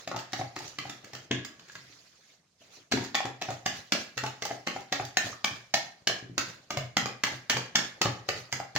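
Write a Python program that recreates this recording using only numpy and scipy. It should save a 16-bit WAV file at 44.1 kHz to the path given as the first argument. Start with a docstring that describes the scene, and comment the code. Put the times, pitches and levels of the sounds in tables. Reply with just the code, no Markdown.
"""Whisk beating batter

A wire whisk beats batter in a tilted plastic bowl on a kitchen table, heard close up at two ports.
Wires strike the wall and table thumps ring (dying sines), batter slaps (rising tones with dull noise),
the drag hisses (shaped noise); one knock sets a steel bowl ringing, two light touches follow.
Hard kitchen walls carry each blow on for about a third of a second (decaying noise tails)."""
import sys
import numpy as np
from scipy import signal
from scipy.io import wavfile
from scipy.ndimage import uniform_filter1d

SR = 44100
rng = np.random.default_rng(int(sys.argv[2]) if len(sys.argv) > 2 else 0)


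def wrap_up_sound(samples):
    """Save the sound to the file named by the first command line argument, as 16-bit audio."""
    columns = np.atleast_2d(samples).T
    # keep every value between -1 and 1, then stretch to whole-number steps
    tamed = np.clip(columns, -1, 1)
    steps = np.round(tamed * 32767).astype(np.int16)
    wavfile.write(sys.argv[1], SR, steps)


N = 387198


def amp(db):
    """Amplitude factor of a level in dB."""
    return 10 ** (np.asarray(db, float) / 20)


def evened(x):
    """Scale to an rms of 1."""
    return x / np.sqrt(np.mean(x ** 2) + 1e-20)


def read(points, hz):
    """Interpolate a (frequency, value) curve over log frequency."""
    f, value = np.transpose(points)
    return np.interp(np.log(hz + 1), np.log(f + 1), value)


def add(mix, start_s, sound):
    """Mix a sound in at start_s, cut at the end of the mix."""
    part = mix[round(start_s * SR):][:len(sound)]
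    part += sound[:len(part)]


def ring(modes, seconds, extra_db=0, detune=1, lag_s=0):
    """Struck body: each mode is a sine that dies by 60 dB in its t60."""
    hz, db, t60_s = np.transpose(modes)[:, :, None]
    t = np.arange(round(seconds * SR)) / SR
    extra_db, detune, lag_s = (np.reshape(v, (-1, 1)) for v in (extra_db, detune, lag_s))
    envelope = amp(db + extra_db - 60 * t / t60_s)
    return (envelope * np.sin(2 * np.pi * hz * detune * np.maximum(t - lag_s, 0))).sum(0)


# left-right likeness of scattered sound: (frequency [Hz], correlation [0-1])
LIKENESS = [(60, .99), (180, .96), (550, .5), (1650, .13), (5000, 0)]


def scattered(shape):
    """Stereo noise with the dB field shape(hz, t): bass nearly alike in both ports, treble independent."""
    hz, t = np.fft.rfftfreq(512, 1 / SR)[:, None], np.arange(N // 128 + 5) * 128 / SR
    a, b, c, d = rng.standard_normal((len(t), 257, 4)).T
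    same = read(LIKENESS, hz)
    left, other = a + 1j * b, c + 1j * d
    z = np.array([left, same * left + np.sqrt(1 - same ** 2) * other])
    return signal.istft(z * amp(shape(hz, t)), nperseg=512, noverlap=384)[1][:, :N]


# spectrum of the quiet kitchen after the microphones: (frequency [Hz], relative density [dB per Hz])
AIR = [(18, -63), (30, -17), (115, -5), (145, 2), (780, -27), (6210, -15), (12600, -36), (13700, -34),
       (16000, -70)]
AIR_RMS_DB = -64.5  # before the microphones


def quiet_air():
    """Steady room noise; the microphone curve is taken out here as record() puts it back."""
    noise = scattered(lambda hz, t: read(AIR, hz) - read(MIC, hz) + 0 * t)
    return amp(AIR_RMS_DB) * evened(noise)


# spectrum of the drag after the microphones: (frequency [Hz], relative density [dB per Hz])
HISS = [(35, -10), (60, -1.5), (113, -2.5), (651, 6.5), (862, 0.5), (1950, 5.5), (2840, 3), (4530, 6.5),
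        (6900, 1), (7940, -16.5), (16000, -20.5)]
# wires sweep along the wall and through batter: (time of fastest motion [s], level [dB])
SWEEPS = [(0.0, -36), (.4, -32), (.65, -33), (.87, -40.5), (3.02, -34), (3.51, -33.5), (3.771, -31.5),
          (4.01, -31.5), (4.26, -37), (4.52, -34), (4.762, -36), (5.01, -35), (5.271, -26.5), (5.56, -38),
          (5.86, -44), (6.49, -35), (7.33, -33.5), (7.59, -47), (7.85, -34), (8.11, -38), (8.37, -31)]
SWELL_DB_PER_S, EBB_DB_PER_S, SWEEP_SLOSH_DB = 276, 182.5, 2
# slow stirring, whisk lifted at 2.4 s and set again: (time [s], level [dB], slosh against hiss [dB])
STIR = [(0.0, -58, 8), (1.25, -48, 9.5), (1.33, -64.5, 19), (1.77, -43.5, 2), (1.97, -44.5, -3),
        (2.2, -51.5, -3), (2.3, -47.5, -4), (2.34, -50.5, -4), (2.42, -64.5, 7.5), (2.58, -62.5, 6),
        (2.62, -47, -7), (2.7, -50, 5), (2.74, -39.5, -2.5), (2.82, -48.5, -1), (2.9, -65, 14),
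        (3.0, -57.5, .1), (8.78, -54.5, 11)]
SLOSH_TOP_HZ = 1200


def drag():
    """Wet grainy hiss in drifting patches that swells and ebbs each sweep; slosh lifts the low part."""
    stir_s, stir_db, slosh_db = np.transpose(STIR)
    fastest_s, sweep_db = np.transpose(SWEEPS)[:, :, None]

    def field(hz, t):
        swing_db = np.minimum(SWELL_DB_PER_S * (t - fastest_s), EBB_DB_PER_S * (fastest_s - t))
        sweep = amp(sweep_db + swing_db).sum(0)
        low = 1 / (1 + (hz / SLOSH_TOP_HZ) ** 4)
        stir = amp(np.interp(t, stir_s, stir_db) + np.interp(t, stir_s, slosh_db) * low)
        gain = sweep * amp(SWEEP_SLOSH_DB * low) + stir
        return colour + 3.0 * patches + 20 * np.log10(gain)

    patches = rng.standard_normal((N // 128 + 5, 257)).T
    patches = evened(uniform_filter1d(uniform_filter1d(patches, 8, 0), 8, 1))
    bins = np.fft.rfftfreq(512, 1 / SR)[:, None]
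    colour = read(HISS, bins) - read(MIC, bins)
    loudness = np.std(scattered(lambda hz, t: colour + 0 * t))
    bumps = evened(uniform_filter1d(rng.exponential(1, N) ** 2 - 2, 60))
    grain = amp(0.76 * bumps.clip(-3, 4))  # dB per unit of bump
    return scattered(field) / loudness * evened(grain)


# wires on the plastic wall: (time [s], highest 4 ms rms [dB], mid wall [dB], top of wall [dB])
STRIKES = [(.0762, -33, -19, -6), (.1158, -29, 24, -2), (.164, -29, 12.5, -5), (.1893, -37, -20, -3),
           (0.197, -39, -16, 8), (.322, -39, -10, 9), (.3335, -26.5, -4, -5.5), (0.56, -42, -7, 6),
           (.5638, -32.5, 6, -4.5), (0.588, -34.5, -13, 7), (.679, -35.5, -4, 15),
           (.7868, -29.5, -10, -7.5), (.8966, -30, 2, 3.5), (1.045, -39.5, -21, 1), (1.1341, -36, 6, 1.5),
           (1.1507, -34, -8, -2.5), (1.3113, -24.5, -7, -14), (1.4491, -33.5, -12, 1.5),
           (1.596, -46.5, -23, -4), (1.686, -48, -30, 0), (1.72, -44, -25, 13), (1.7544, -40, -32, -5),
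           (2.916, -32, -3, 0), (2.9208, -21, -4.5, -5.5), (2.9738, -30, 15, -4), (3.0397, -36, -12, 12),
           (3.048, -35, -16, -2), (3.146, -26, 1, -20), (3.151, -20.5, -27, -4.5), (3.2033, -35, -1, -8),
           (3.254, -27.5, 20, 1), (3.415, -33.5, -16, -2), (3.4204, -28, 0.5, -7), (3.5044, -29, 24.5, 7),
           (3.658, -34, -9, 5), (3.662, -20, -13, -3), (3.9223, -16, -13, -3.5), (4.171, -38, -5, 5),
           (4.1776, -25.5, -2.5, -5.5), (4.2363, -27, 15.5, 1.5), (4.2629, -30.5, 4, 0),
           (4.417, -46, -5, 6), (4.4228, -27.5, 8.5, -2), (4.4528, -25.5, 10, 4), (4.667, -37, -5, 6),
           (4.6708, -23, 2.5, -6), (4.807, -43, -20, 14), (4.922, -34, -9, 3), (4.9261, -22, 1.5, -6.5),
           (5.052, -33, -15, 7), (5.171, -16, -27, -3), (5.444, -18, -13, -3.5), (5.7404, -16, -3.5, -2),
           (6.0731, -16.5, -17, -2.5), (6.097, -30, 7, -7), (6.3807, -18.5, -3, -2),
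           (6.7056, -25.5, -1, -7), (6.7718, -22, 8.5, -1), (6.969, -16.5, -35, -4.5),
           (7.0576, -26, 10.5, -1), (7.2369, -17.5, -7, -1.5), (7.4981, -17, -14, -1.5),
           (7.506, -24.5, -17, -8), (7.5691, -24.5, 1.5, -7), (7.6597, -52, 1, 5),
           (7.7554, -15.5, -7, -3.5), (7.7894, -28, 10, -3), (8.0164, -16.5, -5, -0.5),
           (8.0571, -23, 18, -22), (8.283, -42, -7, 5), (8.2884, -21, 0.5, -3), (8.519, -40, -5, 8),
           (8.5263, -23, 0.5, -1), (8.6002, -35.5, 11, 4), (8.753, -32, -5, 3), (8.7628, -22.5, -5, -5.5)]
# modes of the plastic wall: (frequency [Hz], level [dB], t60 [s])
WALL = [(265, 0, .03), (350, 0, .025), (620, 0, .018), (790, 0, .018), (1200, 0, .015), (1670, -1, .012),
        (1890, 2, .012), (2290, -1, .011), (2600, -2, .009), (2930, -1, .011), (3300, -2, .008),
        (3700, -2, .008), (4240, -2, .007), (4800, -2, .007), (5200, -3, .006), (5650, -1, .007),
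        (6300, -2, .007), (6900, -3, .006)]
# straight path of a blow: (frequency [Hz], left over right port [dB])
SHADOW = [(900, 1.5), (1900, 1), (3200, 4), (5700, 8.5)]
LEFT_LAG_S = 4 / 44100
LOW_WALL_DB, TICK_DB = -4, 8.5  # low wall against its middle; bare steel tick against top of wall
CONTACTS, LANDING_CONTACTS, LAND_S = 18, 5, .005
RATTLE_START_S, RATTLE_S, RATTLE_DB, RATTLE_FADE_DB_PER_S = .007, .13, -11.5, -88
LEAD_S, LEAD_DB = .006, -52  # the foremost wire touches lightly ahead, however hard the blow


def strikes():
    """Wires land within a few ms, then rattle; each of four loops meets another spot of the wall,
    and each wall mode reaches the two ports by its own path."""
    out, hz = np.zeros((2, N)), np.transpose(WALL)[0]
    contact = np.arange(CONTACTS)
    landing = contact < LANDING_CONTACTS
    for s, db, mid_db, top_db in STRIKES:
        when, size, sign = rng.random((3, 4, CONTACTS))  # four loops of wire
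        fade_db = RATTLE_DB * ~landing
        when = np.where(landing, LAND_S * when ** 1.2, RATTLE_START_S + RATTLE_S * when ** 1.4)
        size = np.where(landing, 0.19 + size ** 2, .06 + size ** 5) * np.sign(sign - .5)
        size = size * amp(RATTLE_FADE_DB_PER_S * when + fade_db)
        when = when + LEAD_S * (contact > 0)
        size[:, 0] *= amp(min(LEAD_DB - db, 0))
        colour_points = [(300, LOW_WALL_DB), (900, mid_db), (1800, 0), (4500, 0.014), (6200, top_db)]
        colour = read(colour_points, hz)
        blow, path = np.zeros((2, 9000)), rng.random(len(WALL))
        for loop_when, loop_size in zip(when, size):
            spot, crack = rng.standard_normal((2, len(WALL))), rng.standard_normal((2, 7000))
            wires = np.zeros(7000)
            np.add.at(wires, (np.clip(loop_when, 0, .15) * SR).astype(int), loop_size)
            tick_envelope = np.convolve(abs(wires), np.exp(-np.arange(300) / 65.0))[:7000]
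            tick = np.diff(crack, prepend=0) * tick_envelope
            for port, side in enumerate((.5, -.5)):
                mode_db = colour + 2.5 * spot[0] + side * read(SHADOW, hz)
                lag_s = 2 * LEFT_LAG_S * path * (1 - port)
                wall = ring(WALL, .04, mode_db, 1 + .08 * spot[1], lag_s)
                add(blow[port], 0, signal.oaconvolve(wires, wall))
                add(blow[port], 0, amp(top_db + TICK_DB) * tick[port])
        blow *= amp(db) / np.sqrt(uniform_filter1d((blow ** 2).mean(0), 180).max())
        for port in (0, 1):
            add(out[port], max(s - .001 - LEAD_S, 0), blow[port])
    return out


# the bowl rocks on the table: (time [s], peak level [dB], modes above 200 Hz [dB])
THUMPS = [(.074, -28, 17), (0.145, -23.5, -5), (.169, -39, 21), (.33, -29, -15), (0.397, -19.5, -3),
          (0.569, -27.5, 3), (.786, -32.5, -2), (0.857, -30.5, -8), (1.042, -41, 12), (1.136, -35, -6),
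          (1.31, -11.5, 9.5), (1.332, -19, 19), (1.349, -30.5, 0), (1.755, -36.5, -8), (1.899, -43.5, 3),
          (2.607, -49, 14), (2.771, -45, 6), (2.916, -23, 5), (2.937, -8.5, 11), (2.974, -17.5, 5),
          (3.145, -36, 1), (3.25, -23, -4), (3.414, -30, 9), (3.487, -23, -8), (3.661, -27.5, -4),
          (3.92, -28.5, 10), (4.169, -30, -8), (4.232, -22.5, 3), (4.42, -34, 0), (4.508, -26, 3),
          (4.667, -30, 17), (4.76, -28.5, 5), (4.92, -24.5, 23), (5.002, -21.5, -4), (5.169, -60, -2),
          (5.245, -24.5, 0), (5.441, -40, -10), (5.512, -27.5, -11), (5.819, -48, -3), (6.097, -31.5, -5),
          (6.226, -26.5, 1), (6.297, -26, -5), (6.374, -30, -4), (6.478, -32, -5), (6.708, -26, 12),
          (6.739, -24, 8), (6.773, -16, -9), (6.968, -30, 6), (7.026, -24.5, -13), (7.059, -27, -6),
          (7.237, -27, 8), (7.321, -26.5, -3), (7.545, -20, -6), (7.75, -39, -23), (7.799, -35, -2),
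          (8.012, -22.5, 38), (8.054, -11.5, -5.5), (8.29, -25, -9), (8.346, -28.5, -12), (8.53, -23, -2),
          (8.601, -30, -4), (8.754, -20, -4)]
# modes of the table: (frequency [Hz], level [dB], t60 [s])
TABLE = [(124, 8, 0.2), (172, -8, 0.12), (217, -4, 0.09), (275.3, 5, 0.07), (363.6, -1, 0.08)]


def thumps():
    """A soft push into the table top: its modes ring, blunted by a 70-sample contact."""
    out, hz = np.zeros(N), np.transpose(TABLE)[0]
    for s, db, upper_db in THUMPS:
        spot = rng.standard_normal((2, len(TABLE)))
        knock = ring(TABLE, .3, upper_db * (hz > 200) + 2.5 * spot[0], 1 + 0.03 * spot[1])
        knock = np.convolve(knock, np.hanning(70))
        add(out, s, amp(db) * knock / abs(knock).max())
    return out


# batter slaps shut behind the wires: (time [s], level before the fade envelope [dB], cavity [Hz])
SLAPS = [(.075, -18.5, 660), (.115, -30, 580), (.144, -21.5, 813), (.334, -19.5, 716), (.392, -19, 720),
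         (.412, -16, 730), (.564, -25, 1180), (.604, -27.5, 810), (.787, -27, 1120), (.853, -25, 743),
         (1.309, -33.5, 930), (2.617, -42, 603), (2.921, -18, 720), (3.15, -19, 734), (3.204, -14, 735),
         (3.416, -21, 740), (3.486, -17.5, 720), (3.662, -16.5, 755), (3.921, -29, 570), (3.95, -17, 600),
         (4.176, -23.5, 764), (4.241, -16, 800), (4.422, -31, 776), (4.454, -19, 800), (4.503, -21.5, 744),
         (4.51, -17, 664), (4.672, -19, 740), (4.762, -17, 740), (4.926, -18.5, 713), (4.997, -13.5, 747),
         (5.17, -17.5, 730), (5.268, -25, 627), (5.328, -30, 1170), (5.443, -21, 783), (5.74, -18, 744),
         (6.097, -16.5, 656), (6.378, -20, 840), (6.704, -23, 824), (6.77, -20, 990), (6.968, -11.5, 756),
         (7.057, -39, 570), (7.277, -24.5, 795), (7.496, -25, 833), (7.53, -22, 840), (7.567, -31, 966),
         (7.752, -19, 780), (7.788, -19, 613), (8.014, -19, 814), (8.057, -11.5, 788), (8.288, -19.5, 770),
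         (8.527, -21, 846), (8.6, -17.5, 740), (8.762, -19.5, 804)]
SLAP_RISE_S, SLAP_FADE_S, SLAP_SPLASH_DB = 0.0017, 0.0035, -11
SLAP_GLIDE_PER_S = 9  # in the phase; the pitch climbs at twice this


def slaps():
    """A pocket of air closes: a few cycles that rise in pitch, under a dull splash."""
    out, t = np.zeros(N), np.arange(2000) / SR
    fade = (1 - np.exp(-t / SLAP_RISE_S)) * np.exp(-t / SLAP_FADE_S)
    for s, db, hz in SLAPS:
        dull_noise = np.convolve(rng.standard_normal(len(t)), np.hanning(24), "same")
        splash = amp(SLAP_SPLASH_DB) * evened(dull_noise)
        cavity = np.sin(2 * np.pi * hz * t * (1 + SLAP_GLIDE_PER_S * (t - SLAP_FADE_S)))
        add(out, s, amp(db) * fade * (cavity + splash))
    return out


# decay of the kitchen: (frequency [Hz], t60 [s])
KITCHEN = [(100, 0.38), (260, 0.41), (700, 0.37), (1840, 0.41), (4850, 0.31), (12800, 0.24)]


def kitchen(x):
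    """Three noise tails that decay band by band, fed in turn so that like blows differ."""
    hz, t = np.fft.rfftfreq(256, 1 / SR)[:, None], np.arange(500) * 64 / SR
    same, out = read(LIKENESS, hz), np.zeros((2, N))
    for k in range(3):
        taps = rng.choice([-1., 1.], (2, 499 * 64)) * (rng.random((2, 499 * 64)) < .08)
        taps[:, :150] = 0  # the first echo arrives 3.4 ms after the blow
        z = signal.stft(taps, nperseg=256, noverlap=192)[2]
        z[1] = same * z[0] + np.sqrt(1 - same ** 2) * z[1]
        tail = signal.istft(z * amp(-60 * t / read(KITCHEN, hz)), nperseg=256, noverlap=192)[1]
        tail = tail / np.linalg.norm(tail[0])
        turn = np.sqrt(2 / 3) * np.cos(np.pi * (1.3 * np.arange(N) / SR + k / 3))
        out += signal.oaconvolve((x * turn)[None], tail, axes=1)[:, :N]
    return out


# the steel bowl is jolted: (time [s], level [dB], share of free ring time [0-1])
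KNOCKS = [(1.31, -43, 1), (1.698, -45.5, 0.074), (1.754, -40.5, 0.082)]
# modes of the steel bowl: (frequency [Hz], level [dB], free t60 [s])
STEEL = [(1453, -12, .45), (1648, 0, .6), (1671, -2, .6), (1938, -10, .4), (2250, -10, .35),
         (2439, -12, .6), (2805, -12, .45), (3133, -16, .7), (3537, -13, .5), (4280, -14, .5),
         (1130, -12, .8), (640, -12, .6)]


def steel():
    """Close pairs of modes beat as the bowl rings out; light touches are soon damped."""
    out = np.zeros(N)
    for s, db, share in KNOCKS:
        add(out, s, amp(db) * ring(np.multiply(STEEL, [1, 1, share]), 1.2))
    return out


WIRES_ROOM_DB, BATTER_ROOM_DB, STEEL_ROOM_DB, TABLE_ROOM_DB = -0.5, -3.5, -7, -1.5


def scene():
    """Sum direct sounds, their kitchen tails, drag and air."""
    wires, table, batter, bowl = strikes(), thumps(), slaps(), steel()
    near = batter + bowl
    late = np.roll(near, round(LEFT_LAG_S * SR))  # both sound nearer the right port
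    to_room = amp(WIRES_ROOM_DB) * wires[1] + amp(BATTER_ROOM_DB) * batter
    to_room = to_room + amp(STEEL_ROOM_DB) * bowl + amp(TABLE_ROOM_DB) * table
    return quiet_air() + drag() + wires + table + np.array([late, near]) + kitchen(to_room)


# response of the microphones: (frequency [Hz], mean of both ports [dB])
MIC = [(40, -25), (70, -33), (110, -9.5), (5000, 6), (6900, 1.5), (8200, -16), (10000, -21.5), (13500, -28),
       (15300, -11.5), (16200, -37.5)]
# difference of the ports: (frequency [Hz], left over right [dB])
PORTS = [(120, 1), (240, 2.5), (950, 1.5), (3000, 0), (5500, -6), (8000, -16), (15000, -12)]
EDGE_HZ = 16600


def record(dry):
    """Each port has its own frequency response; then the band limit."""
    hz = np.linspace(0, SR / 2, 2049)
    responses = [amp(read(MIC, hz) + side * read(PORTS, hz) / 2) for side in (1, -1)]
    taps = np.array([signal.firwin2(1001, hz, response, fs=SR) for response in responses])
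    heard = signal.oaconvolve(dry, taps, "same", axes=1)
    band_limit = signal.firwin(511, EDGE_HZ, window=("kaiser", 9), fs=SR)
    return signal.oaconvolve(heard, band_limit[None], "same")


dry = scene()
out = record(dry)
wrap_up_sound(out)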